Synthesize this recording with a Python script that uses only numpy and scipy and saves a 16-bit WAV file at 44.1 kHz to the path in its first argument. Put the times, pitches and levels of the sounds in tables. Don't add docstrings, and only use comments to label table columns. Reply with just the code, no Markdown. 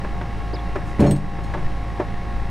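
import sys
import numpy as np
from scipy.fft import rfft, irfft, next_fast_len
from scipy.io import wavfile
from scipy.ndimage import uniform_filter1d, minimum_filter1d, map_coordinates

SR = 44100
rng = np.random.default_rng(int(sys.argv[2]) if len(sys.argv) > 2 else 0)


def store_pcm(level_fs):
    pcm = np.round(np.clip(level_fs, -1, 1) * 32767).astype(np.int16)
    wavfile.write(sys.argv[1], SR, np.atleast_2d(pcm).T)


N = 110250
T = np.arange(N) / SR


def amp(db):
    return 10 ** (np.asarray(db) / 20)


def unit(x):
    return x / np.sqrt(np.mean(x ** 2) + 1e-20)


def along(points, hz):
    freqs, levels = np.transpose(points)
    return np.interp(np.log(hz + 1), np.log(freqs + 1), levels)


def wobble(rate):
    return map_coordinates(rng.standard_normal(int(N * rate / SR) + 4), [T * rate], mode="nearest")


def filtered(x, response):
    size = next_fast_len(N + SR // 2)
    return irfft(rfft(x, size) * response(np.fft.rfftfreq(size, 1 / SR)), size)[..., :N]


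def noise(eq):
    return unit(filtered(rng.standard_normal(N), lambda hz: amp(along(eq, hz))))


def turning(hz):
    return 2 * np.pi * np.cumsum(hz) / SR


def tone(phase, db):
    return np.sqrt(2) * amp(db) * np.sin(phase + rng.uniform(0, 2 * np.pi))


def since(start_s):
    return np.maximum(T - start_s, 0)


def ring(modes, t, tilt_db, pivot_hz):
    return sum(amp(db + tilt_db * np.log2(hz / pivot_hz) + rng.normal(0, 1) - 60 * t / t60)
               * np.sin(2 * np.pi * hz * t) for hz, db, t60 in modes)


def blows(hits, modes, eq, ring_db, rattle_db, rattle_t60_s, attack_s, pivot_hz):
    out = np.zeros(N + SR)
    t = np.arange(SR // 2) / SR
    attack = 1 - np.exp(-t / attack_s)
    for start_s, db, tilt_db in hits:
        colour = [(hz, level + tilt_db * np.clip(np.log2(hz / pivot_hz), -2, 2)) for hz, level in eq]
        rattle = noise(colour)[:len(t)] * amp(rattle_db - 60 * t / rattle_t60_s)
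        body = amp(ring_db) * ring(modes, t, tilt_db, pivot_hz)
        out[round(start_s * SR):][:len(t)] += amp(db) * attack * (body + rattle)
    return out[:N]


# freq_hz, gain_db
HARBOUR_EQ = [(25, 2), (45, -10.5), (130, 3), (240, -5.5), (430, -9.5), (640, -14), (800, -10), (1350, -17),
              (1900, -21.5), (2500, -24.5), (4500, -32), (5200, -33), (6900, -41.5), (8700, -41),
              (12000, -50.5), (15500, -60)]
HARBOUR_DB = -35

def harbour():
    return noise(HARBOUR_EQ) * amp(HARBOUR_DB + 0.49 * wobble(7.25))


# freq_hz, gain_db
BREEZE_EQ = [(3, -12), (9, 0), (16, 6.5), (28, -48.5), (45, -11), (120, -36), (400, -100)]
# centre_s, level_db, half_width_s
PUFFS = [(1.661, -12.5, 0.032), (2.363, -18, 0.015)]
BREEZE_DB = -29

def breeze():
    pushes = np.zeros(N)
    for centre_s, db, half_width_s in PUFFS:
        offset = (T - centre_s) / half_width_s
        pushes += amp(db) * (1 - 2 * offset ** 2) * np.exp(-offset ** 2)
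    return amp(BREEZE_DB) * noise(BREEZE_EQ) + pushes


# time_s, pitch_hz, level_db
CHIRP_CONTOUR = [(.53, 3300, -62), (.537, 4480, -44), (.544, 5140, -43.5), (.553, 5130, -43.5),
                 (.562, 3760, -46), (0.583, 3200, -59), (.595, 3450, -44), (.608, 3300, -75)]

def bird():
    times, pitches, levels = np.transpose(CHIRP_CONTOUR)
    pitch_hz = np.interp(T, times, pitches) * (1 + 0.024 * wobble(400))
    gate = (T > times[0]) * (T < times[-1])
    return tone(turning(pitch_hz), np.interp(T, times, levels)) * gate


# multiple, level_db
THROB_ORDERS = [(1, -30.5), (1.5, -44.5), (2, -38), (3, -43), (4, -52.5), (5.5, -49)]
# centre_hz, width_hz, gain_db
HOUSING_MODES = [(177.8, 28, 4.5), (302.3, 11.3, -5), (338, 72, -12), (542, 12, -35.5), (913, 32, -11),
                 (1069, 79, -12.5), (1710, 200, -14), (1980, 40, -29)]
# freq_hz, gain_db
CLATTER_EQ = [(800, -44), (1500, -6.5), (2000, 8.5), (2600, -7.5), (5000, -20), (9000, -46), (15000, -55)]
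THROB_HZ, HOUSING_DB, CLATTER_DB = 54.62, -38.5, -53

def housing_response(hz):
    bands = sum(amp(db) * 1j * hz * width / (centre ** 2 - hz ** 2 + 1j * hz * width)
                for centre, width, db in HOUSING_MODES)
    return bands / (1 + (hz / 3200) ** 4)


def throb(drift=0.0054, sway_db=1.5, shake_depth=0.43, sharpness=2.4, scatter_db=1.5):
    phase = turning(THROB_HZ * (1 + drift * wobble(10)))
    beat = sum(np.sqrt(2) * amp(db - sway_db * wobble(7.1)) * np.cos(order * phase)
               for order, db in THROB_ORDERS)
    shake = rng.standard_normal(N) * (1 + shake_depth * np.cos(phase))
    housing = unit(filtered(shake, housing_response))
    pulses = np.exp(sharpness * np.cos(phase))
    clatter = unit(noise(CLATTER_EQ) * pulses * amp(scatter_db * wobble(THROB_HZ)))
    return beat + amp(HOUSING_DB) * housing + amp(CLATTER_DB) * clatter


# multiple, level_db
STRONG_ORDERS = [(2, -51), (4, -45.5), (5, -59), (6, -55), (7, -57), (8, -58), (12, -69.5), (14, -64.5),
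                 (20, -72)]
# freq_hz, level_db
FAINT_ORDER_CURVE = [(2400, -70), (4500, -75), (5800, -74), (7400, -84), (10000, -85), (11700, -86),
                     (12500, -93), (13900, -92), (15500, -104)]
# pitch_hz, level_db
GEAR_TONES = [(713.2, -44.5), (802.3, -44.5), (903, -75.5), (2584, -65), (2734, -62), (4100, -71),
              (6590, -82)]
WHINE_HZ = 273.45

def whine(drift=0.000396, jitter_rad=0.004, scatter_db=1.5, flutter_db=1):
    speed = 1 + drift * wobble(14)
    phase = turning(WHINE_HZ * speed) + jitter_rad * wobble(120)
    levels = {order: along(FAINT_ORDER_CURVE, order * WHINE_HZ) + scatter_db * rng.normal()
              for order in range(9, 58)}
    levels.update(STRONG_ORDERS)
    motor = sum(tone(order * phase, db + flutter_db * wobble(24.5)) for order, db in levels.items())
    gears = sum(tone(turning(hz * speed), db + 1.94 * wobble(17)) for hz, db in GEAR_TONES)
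    return motor + gears


# start_s, level_db, tilt_db_per_octave
KNOCK_HITS = [(.044, -27, -1.5), (.2125, -30, 2), (.535, -29.5, -8), (.756, -24.5, 1.5),
              (.761, -27.5, -5.5), (.784, -32, -5), (1.385, -32, -2), (1.538, -26.5, 2), (1.547, -24, -4.5),
              (1.574, -30, -2), (1.999, -16.5, -3.5), (2.016, -28, -3)]
# pitch_hz, gain_db, t60_s
HOLLOW_MODES = [(325, -4, .09), (375, -1, .12), (470, -7, .07), (587, -1, .1), (905, -2, .1),
                (1045, -4, .08), (1320, -12, .07), (1705, -9, .08), (2100, -18, .05)]
# freq_hz, gain_db
KNOCK_EQ = [(120, -17), (350, 2), (1000, -0.5), (1900, -6), (3000, -20), (6000, -33.5), (15000, -56)]

def knocks():
    return blows(KNOCK_HITS, HOLLOW_MODES, KNOCK_EQ, ring_db=-3.5, rattle_db=0.5,
                 rattle_t60_s=0.077, attack_s=0.00059, pivot_hz=720)


# freq_hz, gain_db
CONTACT_EQ = [(1000, 0), (3000, -3), (9000, -19), (15000, -16)]

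def clinks(hits, modes, jangle_rad=0.55, jangle_hz=300, tick_db=-1.5, tick_t60_s=0.079):
    out = np.zeros(N)
    for start_s, db in hits:
        t = since(start_s)
        jangle = sum(amp(level - 60 * t / t60)
                     * np.sin(2 * np.pi * hz * t + jangle_rad * wobble(jangle_hz))
                     for hz, level, t60 in modes)
        tick = noise(CONTACT_EQ) * amp(tick_db - 60 * t / tick_t60_s)
        out += amp(db) * (T > start_s) * (jangle + tick)
    return out


# pitch_hz, gain_db, t60_s
HOOK_MODES = [(3400, -12, .25), (4230, 6, 0.32), (5460, 2.5, 0.26), (6540, 1, 0.35), (6800, -5, 0.4),
              (7650, -14, .2), (8140, -0.5, 0.45), (9275, -10, 0.22), (13140, -19, .2)]
SHACKLE_MODES = [(1800, -13, .06), (3400, -18, .15), (6799, -18, .14), (8016, -13, .13), (8301, 0, .12),
                 (8750, -7, .04), (9275, -13, .1), (11290, -21, .13), (13630, -31, .2), (15060, -36, .12)]
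# start_s, level_db
HOOK_HITS = [(1.005, -51), (1.065, -44), (1.435, -59.5)]
SHACKLE_HITS = [(1.1105, -26), (1.161, -55)]
DRY_TICKS = [(1.003, -32.5), (1.028, -49), (1.065, -51), (1.161, -41.5), (1.44, -49)]
# freq_hz, gain_db
DRY_TICK_EQ = [(1500, -6), (4200, 0), (6000, -7), (8500, -6), (12000, -13), (15500, -25)]
BRUSH_EQ = [(2000, -20), (6000, 1), (9500, -4), (12000, -14), (15500, -20)]

def tackle(brush_db=-57.5, brush_at_s=0.89, brush_half_width_s=0.037, tick_t60_s=0.077):
    brush = amp(brush_db) * np.exp(-((T - brush_at_s) / brush_half_width_s) ** 2) * noise(BRUSH_EQ)
    ticks = sum((T > start_s) * amp(db - 60 * since(start_s) / tick_t60_s) * noise(DRY_TICK_EQ)
                for start_s, db in DRY_TICKS)
    return brush + ticks + clinks(HOOK_HITS, HOOK_MODES) + clinks(SHACKLE_HITS, SHACKLE_MODES)


# start_s, pitch_hz, level_db, t60_s
FLOOR_BOOMS = [(.992, 76.6, -12, 0.49), (.995, 207, -2.5, 0.21), (1.045, 146.2, -6.5, 0.5)]
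# start_s, level_db, tilt_db_per_octave
CRATE_HITS = [(.993, -15, 5), (1.002, -12.5, 1), (1.021, -6, 0), (1.039, -13.5, 3.5), (1.061, -11, 1.5),
              (1.106, -12.5, -4.5)]
# pitch_hz, gain_db, t60_s
CRATE_MODES = [(101, -19, 0.12), (148.8, -6.5, 0.48), (197, -2.5, 0.54), (244.5, -6.5, 0.19),
               (291.2, -5, 0.45), (317, 1, 0.18), (401.4, -0.5, 0.14), (437.3, -7, 0.43), (573, -7.5, 0.33),
               (864, -22, 0.092)]
# freq_hz, gain_db
CRATE_EQ = [(50, -14), (100, 2.5), (200, 5.5), (400, -3.5), (700, -10), (1300, -25.5), (2500, -32.5),
            (5000, -50.5), (9000, -51), (15000, -71)]

def crate(boom_attack_s=0.0018):
    boom = np.zeros(N)
    for start_s, hz, db, t60 in FLOOR_BOOMS:
        t = since(start_s)
        envelope = amp(db - 60 * t / t60) * (1 - np.exp(-t / boom_attack_s))
        boom += envelope * np.sin(2 * np.pi * hz * t)
    return boom + blows(CRATE_HITS, CRATE_MODES, CRATE_EQ, ring_db=-6, rattle_db=-1,
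                        rattle_t60_s=0.24, attack_s=0.0011, pivot_hz=250)


def scene():
    mid = harbour() + breeze() + bird() + throb() + whine() + knocks() + tackle() + crate()
    side = amp(HARBOUR_DB - 48) * noise(HARBOUR_EQ) + amp(BREEZE_DB - 8) * noise(BREEZE_EQ)
    return np.array([mid + side, mid - side])


def record(dry, threshold_db=-17, duck_share=0.35, hold_s=0.19, release_db_per_s=45, top_hz=15750):
    sidechain = filtered(dry.mean(axis=0), lambda hz: hz > 100)
    power = np.abs(uniform_filter1d(sidechain ** 2, size=882))
    level_db = 10 * np.log10(power + 1e-12)
    duck_db = -duck_share * np.maximum(level_db - threshold_db, 0)
    half_hold = int(hold_s * SR / 2)
    held_db = minimum_filter1d(duck_db, 2 * half_hold + 1, origin=half_hold)
    recovery_db = release_db_per_s * T
    gain_db = np.minimum.accumulate(held_db - recovery_db) + recovery_db
    return filtered(dry * amp(gain_db), lambda hz: hz < top_hz)


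dry = scene()
out = record(dry)
store_pcm(out)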